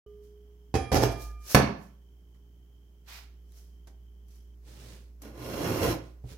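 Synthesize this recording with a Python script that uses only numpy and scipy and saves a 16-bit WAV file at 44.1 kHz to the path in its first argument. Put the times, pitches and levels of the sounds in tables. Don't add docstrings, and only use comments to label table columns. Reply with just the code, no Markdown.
import sys
import numpy as np
from scipy import signal
from scipy.fft import rfft, irfft
from scipy.io import wavfile

SR = 44100
rng = np.random.default_rng(int(sys.argv[2]) if len(sys.argv) > 2 else 0)


def dump(signal):
    limited = np.clip(np.atleast_2d(signal).T, -1, 1)
    pcm = np.round(limited * 32767).astype(np.int16)
    wavfile.write(sys.argv[1], SR, pcm)


N = 280917
T = np.arange(N) / SR
START_S = .0615


def from_db(db):
    return 10 ** (np.asarray(db) / 20)


def unit_rms(x):
    return x / np.sqrt(np.mean(x ** 2) + 1e-20)


def level(rows, column=1):
    rows = np.array(rows)
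    return from_db(np.interp(T, rows[:, 0], rows[:, column]))


def at_hz(points, hz):
    points = np.array(points)
    return np.interp(np.log(np.maximum(hz, 1)), np.log(points[:, 0]), points[:, 1])


def colour(x, spectrum):
    size = 4096
    gain = unit_rms(from_db(at_hz(spectrum, np.fft.rfftfreq(size, 1 / SR))))
    cepstrum = irfft(np.log(gain + 1e-9))[:size // 2]
    cepstrum[1:] *= 2
    response = irfft(np.exp(rfft(cepstrum, size)))
    return signal.oaconvolve(x, response[None], axes=1)[:, :N]


def drift(rate_hz):
    step = 32
    lowpass = signal.butter(2, rate_hz, fs=SR / step, output="sos")
    slow = signal.sosfilt(lowpass, rng.standard_normal(2 * len(T[::step])))
    return np.interp(T, T[::step], unit_rms(slow[len(slow) // 2:]))


def diffuse(size, alike_below_hz=650):
    white = rng.standard_normal((3, size))
    shared = signal.lfilter(*signal.butter(1, alike_below_hz, fs=SR), white[0])
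    return shared + signal.lfilter(*signal.butter(1, alike_below_hz, "high", fs=SR), white[1:])


def swell(full_s, rise_s, hold_s, fade_s):
    away = np.maximum(full_s - T, 0) / rise_s + np.maximum(T - full_s - hold_s, 0) / fade_s
    return from_db(-20 * np.minimum(away, 10))


def strokes(rows):
    return np.max([from_db(db) * swell(s, *shape) for s, db, *shape in rows], axis=0)


def ring(force, modes):
    out = 0
    for hz, db, t60 in modes:
        r, w = from_db(-60 / (t60 * SR)), 2 * np.pi * hz / SR
        mode = signal.lfilter([0, np.sin(w)], [1, -2 * r * np.cos(w), r * r], force + 1e-18)
        out = out + from_db(db) * mode
    return out


def contacts(rows):
    push, spray, size = np.zeros(N), np.zeros((2, N)), SR // 10
    for s, db, contact_s, dull_hz in rows:
        at = round(s * SR)
        soften = signal.butter(1, dull_hz, fs=SR)
        burst = diffuse(size) * np.exp(-T[:size] / contact_s)
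        push[at:at + size] += from_db(db) * signal.lfilter(*soften, signal.unit_impulse(size))
        spray[:, at:at + size] += from_db(db) * signal.lfilter(*soften, burst)
    return push, spray


def friction(per_s, spread_db, smooth):
    catches = rng.random(N) < per_s / SR
    snaps = catches * from_db(spread_db * np.minimum(rng.exponential(1, N), 4))
    grip = signal.lfilter([1], [1, -np.exp(-2000 / SR)], snaps)
    return unit_rms(diffuse(N) * (unit_rms(grip) + smooth))


# f/Hz, level/dB (table levels are relative throughout)
AIR_SPECTRUM = [(25, -5.5), (60, 0.5), (100, -0.5), (200, -2.5), (400, -11.5), (550, -16.5), (1000, -22.5),
                (2000, -27.5), (4000, -34), (5600, -27), (7000, -30), (9200, -36.5), (13000, -27.5),
                (16000, -29.5)]
def room_tone():
    return from_db(-66) * colour(diffuse(N), AIR_SPECTRUM)


# t/s, level/dB
MOTOR_LEVEL = [(1.95, -55), (3.01, -56), (3.24, -52), (5.2, -50.5)]
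# f/Hz, level/dB
MOTOR_LINES = [(118.4, -74), (177.6, -74), (290.7, -79), (349.9, -79.5), (409.1, -75)]
def motor(turn_hz=59.1, whine_ends_s=4.55):
    turning = np.sin(2 * np.pi * turn_hz * T)
    hum = from_db(5) * level(MOTOR_LEVEL) * turning
    for hz, db in MOTOR_LINES:
        hum = hum + from_db(db) * unit_rms(np.sin(2 * np.pi * hz * T + 0.46 * drift(rate_hz=3)))
    whine_band = signal.butter(2, [3020, 3240], "band", fs=SR, output="sos")
    whine = signal.sosfilt(whine_band, diffuse(N) * (1 + 0.34 * turning))
    return hum + from_db(-80.5) * (T < whine_ends_s) * unit_rms(whine)


# f/Hz, t60/s
ROOM_DECAY = [(60, 0.65), (250, 0.46), (1400, 0.44), (3800, 0.4), (5500, .32), (8000, 0.26), (15000, .17)]
def workshop(x):
    size = 32768
    noise, hz, tail = rfft(diffuse(size)), np.fft.rfftfreq(size, 1 / SR), 0
    centres = np.geomspace(60, 15000, num=9)
    for centre, share in zip(centres, np.eye(len(centres))):
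        band = irfft(noise * at_hz(np.c_[centres, share], hz), size)
        tail = tail + band * from_db(-60 * T[:size] / at_hz(ROOM_DECAY, centre))
    tail = tail * (1 - np.exp(-T[:size] / 0.0044))
    tail = signal.sosfilt(signal.butter(2, 110, "high", fs=SR, output="sos"), tail)
    return signal.oaconvolve(x, unit_rms(tail) / np.sqrt(size), axes=1)[:, :N]


# t/s at full level, level/dB, rise/s, hold/s, fade/s
FINGER_SLIPS = [(.24, -70, 0.031, 0.0093, 0.12), (1.12, -47.5, .02, 0.0039, 0.031),
                (1.22, -48.5, 0.082, .01, 0.097), (1.515, -35, 0.065, 0.014, .04),
                (1.83, -64.5, 0.11, 0.0048, 0.12), (3.575, -61, 0.11, 0.0052, 0.17),
                (4.31, -67, 0.046, 0.053, .15)]
CLOTH_SWISHES = [(3.088, -49.5, 0.025, 0.088, 0.1)]
SLEEVE_SLIDES = [(4.68, -55.5, 0.053, 0.1, 0.13), (4.8, -52.5, 0.075, 0.14, .14),
                 (6.03, -63.5, .05, 0.043, 0.13), (6.3, -51, .055, 0.028, 0.06)]
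# t/s, level/dB, contact/s, dull above f/Hz
CAP_AND_NAILS = [(2.345, -57, 0.022, 1206), (3.521, -54, 0.0018, 15100), (3.872, -47, 0.017, 3000),
                 (4.283, -64.5, 0.0097, 15000), (5.219, -45, 0.0083, 15000)]
# f/Hz, level/dB
FINGER_SPECTRUM = [(150, -22), (400, -7.5), (1000, -12.5), (2300, -12), (3600, -12.5), (5700, -3.5),
                   (8500, -12), (12500, -8), (16000, -14)]
CLOTH_SPECTRUM = [(320, -37), (550, -12), (699, -5.5), (2320, -2.5), (2780, -5), (5110, -5), (9360, -16),
                  (14900, -11.5), (16000, -20)]
SLEEVE_SPECTRUM = [(59, -52), (100, -5.5), (124, -2), (271, -13), (322, -9), (381, -12.5), (492, -12),
                   (768, -22), (5300, -23), (16000, -33)]
TICK_SPECTRUM = [(100, 12), (500, -4), (1900, -2.5), (3000, -8.5), (6000, 1.5), (9000, -1), (13000, 5),
                 (16000, -21)]
def hands():
    rub = friction(per_s=3100, spread_db=3, smooth=1.7)
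    skin = colour(rub * strokes(FINGER_SLIPS), FINGER_SPECTRUM)
    cloth = colour(rub * strokes(CLOTH_SWISHES), CLOTH_SPECTRUM)
    sleeve = colour(rub * strokes(SLEEVE_SLIDES), SLEEVE_SPECTRUM)
    _, ticks = contacts(CAP_AND_NAILS)
    return skin + cloth + sleeve + colour(ticks, TICK_SPECTRUM)


def shimmer(force, t60, count=150):
    size = 8192
    hz = np.linspace(1500, 16000, count) + rng.uniform(-45, 45, count)
    height = rng.rayleigh(1, (count, 1))
    phase = 2 * np.pi * rng.random((2, count))
    modes = height * np.exp(2j * np.pi * hz[:, None] * T[:size])
    response = (np.exp(1j * phase) @ modes).real * from_db(-60 * T[:size] / t60)
    return signal.oaconvolve(force, unit_rms(response) / np.sqrt(size), axes=1)[:, :N]


# t/s, rumble level/dB, hiss level/dB
DRAG_LEVELS = [(5.235, -50, -59.5), (5.251, -46, -58.5), (5.325, -53, -69), (5.435, -41.5, -52.5),
               (5.679, -29.5, -43), (5.791, -32, -44), (5.839, -24, -38), (5.919, -30, -41),
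               (5.99, -48, -66)]
# f/Hz, level/dB
RUMBLE_SPECTRUM = [(35, -11), (75, -1), (118, 4.5), (180, -4.5), (312, -5.5), (450, -3.5), (560, -1.5),
                   (750, -8.5), (900, -11), (1050, -12), (1500, -16.5), (2400, -24.5), (3300, -48.5)]
HISS_SPECTRUM = [(1180, -30), (2000, -1.5), (2530, -3.5), (3650, -7), (4900, -3), (6400, -7), (7900, -15.5),
                 (12500, -7), (15200, -14), (16000, -22)]
# f/Hz, level/dB, t60/s
DAMPED_MODES = [(1035, -2.5, 0.067), (1434, -15, 0.18), (2480, -2.5, 0.046), (3380, -9, 0.025),
                (4000, -4.5, 0.052)]
def dragging(slow_hz=306.6, fast_hz=440, edge_s=0.029):
    grit = friction(per_s=1200, spread_db=3.5, smooth=2.7)
    start_s, stop_s = DRAG_LEVELS[0][0], DRAG_LEVELS[-1][0]
    moving = swell(start_s, edge_s, stop_s - start_s, edge_s)
    weight, speed = moving * level(DRAG_LEVELS), moving * level(DRAG_LEVELS, column=2)
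    haste = (speed / speed.max()) ** 3.5
    phase = 2 * np.pi * np.cumsum(slow_hz + (fast_hz - slow_hz) * haste) / SR
    groan = unit_rms(drift(rate_hz=36) * np.cos(phase) + drift(rate_hz=38) * np.sin(phase))
    groan *= from_db(-4.5 - 1.5 * haste)
    rumble = from_db(-1.5) * colour(grit, RUMBLE_SPECTRUM)
    teeth = from_db(1) * speed * grit
    hiss = colour(teeth + from_db(-5.5) * shimmer(teeth, t60=0.016, count=400), HISS_SPECTRUM)
    return weight * (rumble + groan) + hiss + from_db(-28) * ring(teeth, DAMPED_MODES)


# f/Hz, level/dB, t60/s
FREE_MODES = [(420, -22, 0.96), (707, -12, 0.79), (771, 6.5, 0.28), (1212, -14, 1.9), (1700, -16, 1.0),
              (1784, -11, 0.46), (2375, -12.5, 1.05), (2557, -8.5, 0.27), (3256, -12.5, 0.53),
              (3945, -18.5, 0.45), (4623, -27, 0.55), (4924, -18.5, 0.5), (5030, -20.5, 0.55),
              (5319, -21, 0.54), (5790, -25.5, .4), (7246, -25.5, 0.66), (7667, -16.5, 0.26),
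              (9300, -25.5, 0.55), (10050, -17, 0.44), (10800, -20.5, 0.45)]
CARRIED_MODES = [(416, -48, 1.9), (1204, -67, 0.46), (2988, -76, .6)]
def free_steel(power, lands_s):
    steel, turning = 0, drift(rate_hz=14)
    for hz, db, t60 in FREE_MODES:
        energy = signal.lfilter([1], [1, -from_db(-120 / (t60 * SR))], power + 1e-18)
        waver = 1 + 0.3 * np.roll(turning, rng.integers(N))
        steel = steel + from_db(db) * np.sqrt(energy) * waver * np.sin(2 * np.pi * hz * T)
    carried = ring(signal.unit_impulse(N, round(START_S * SR)), CARRIED_MODES)
    damping = np.exp(-np.maximum(T - lands_s, 0) / .04)
    return damping * (steel + carried)


# t/s, level/dB, contact/s, dull above f/Hz
RIM_KNOCKS = [(.741, -17.5, 0.016, 5000), (.752, -17, 0.011, 8500), (.9175, -16.5, 0.011, 10100),
              (.956, -14.5, 0.014, 7100), (1.024, -20.5, 0.011, 9014), (3.872, -50.5, 0.019, 2000),
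              (6.240, -25, 0.013, 59.6)]
# t/s at full level, level/dB, rise/s, hold/s, fade/s
TOOTH_SCRAPES = [(.926, -20, 0.0074, .044, 0.04), (1.022, -20.5, 0.04, 0.021, 0.034)]
DISC_FLEXES = [(1.0, -31.5, 0.064, .01, 0.29), (1.24, -36.5, .09, .04, 0.25)]
# f/Hz, level/dB
RIM_SPECTRUM = [(40, -25.5), (80, -6), (130, 3), (200, -8), (350, -1.5), (600, -6), (770, -4.5),
                (1100, -16.5), (1750, -19), (3100, -26.5), (4000, -29), (5000, -19.5), (8500, -34.5),
                (12000, -31), (16000, -36.5)]
# f/Hz, level/dB, t60/s
BENCH_MODES = [(67, -1, 0.39), (80.6, 2, 0.257), (121, 5, .25), (189.4, -8, 0.15), (328, -11.5, 0.14)]
def tilted_blade(lands_s, flex_hz=55.5):
    push, spray = contacts(RIM_KNOCKS)
    pressure = strokes(TOOTH_SCRAPES)
    scrape = pressure * friction(per_s=450, spread_db=6, smooth=1.0)
    force = from_db(-5.5) * spray + from_db(-4) * scrape
    clatter = colour(force + from_db(-5.5) * shimmer(force, t60=.16), RIM_SPECTRUM)
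    power = (from_db(-15.5) * push) ** 2 + (from_db(-55.5) * pressure) ** 2
    ringing = free_steel(power, lands_s)
    flex = strokes(DISC_FLEXES) * unit_rms(np.sin(2 * np.pi * flex_hz * T))
    thud = flex + from_db(-11) * ring(push, BENCH_MODES)
    return clatter, ringing, thud


# t/s, level/dB, contact/s, dull above f/Hz
LANDING_BLOWS = [(1.5468, -5, 0.0039, 14700), (1.552, -5, 0.0019, 11600), (1.561, -10.5, 0.022, 790),
                 (1.600, -14, 0.0048, 492.5), (1.675, -13, 0.0035, 302)]
# f/Hz, level/dB
SLAP_SPECTRUM = [(40, -29), (100, 0.5), (230, 0.5), (340, 0), (500, -2.5), (800, -4), (1300, -5.5),
                 (2600, -8.5), (3600, -14.5), (5000, -14), (8300, -23), (11600, -18), (16000, -24)]
# f/Hz, level/dB, t60/s
LOADED_MODES = [(71.4, -3.5, 0.4), (130.3, 3, .32), (161, 0.5, 0.092), (203, 0, 0.52), (287.2, -7.5, 0.42),
                (341, -10.5, 0.25), (455, -6, .22), (525, -9, 0.25), (598, -10, 0.2), (925, -11.5, 0.24),
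                (1008, -10, .16), (1340, -13, 0.16), (1523, -14.5, .22)]
def landing():
    push, spray = contacts(LANDING_BLOWS)
    first_push = push * (T < LANDING_BLOWS[1][0] - .001)
    slap = from_db(-1) * colour(spray, SLAP_SPECTRUM)
    boom = from_db(-12.5) * ring(first_push, LOADED_MODES)
    return slap, boom


def scene():
    clatter, ringing, thud = tilted_blade(lands_s=LANDING_BLOWS[0][0])
    slap, boom = landing()
    rubbing = dragging() + hands()
    room = workshop(from_db(-6.5) * clatter + from_db(-14.5) * ringing
                    + from_db(-4.5) * slap + from_db(-10) * rubbing)
    return motor() + room_tone() + room + rubbing + clatter + ringing + thud + slap + boom


# f/Hz, level/dB
MIC_BALANCE = [(60, -2.5), (250, -2.5), (700, -5), (1600, -5.5), (3500, -8), (6300, -6.5), (8000, 4),
               (10000, 8), (14000, 7)]
def record(dry, low_cut_hz=40, high_cut_hz=16000):
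    lean_db = at_hz(MIC_BALANCE, np.fft.rfftfreq(N, 1 / SR))
    sides = from_db(lean_db / 2 * np.array([[1], [-1]]))
    heard = irfft(rfft(dry) * sides / sides.mean(axis=0), N)
    heard = signal.sosfilt(signal.butter(4, low_cut_hz, "high", fs=SR, output="sos"), heard)
    fade_in = np.clip((T - START_S) / .002, 0, 1)
    high_cut = signal.ellip(12, .1, 80, high_cut_hz, fs=SR, output="sos")
    return signal.sosfilt(high_cut, np.clip(heard * fade_in, -1, 1))


dry = scene()
out = record(dry)
dump(out)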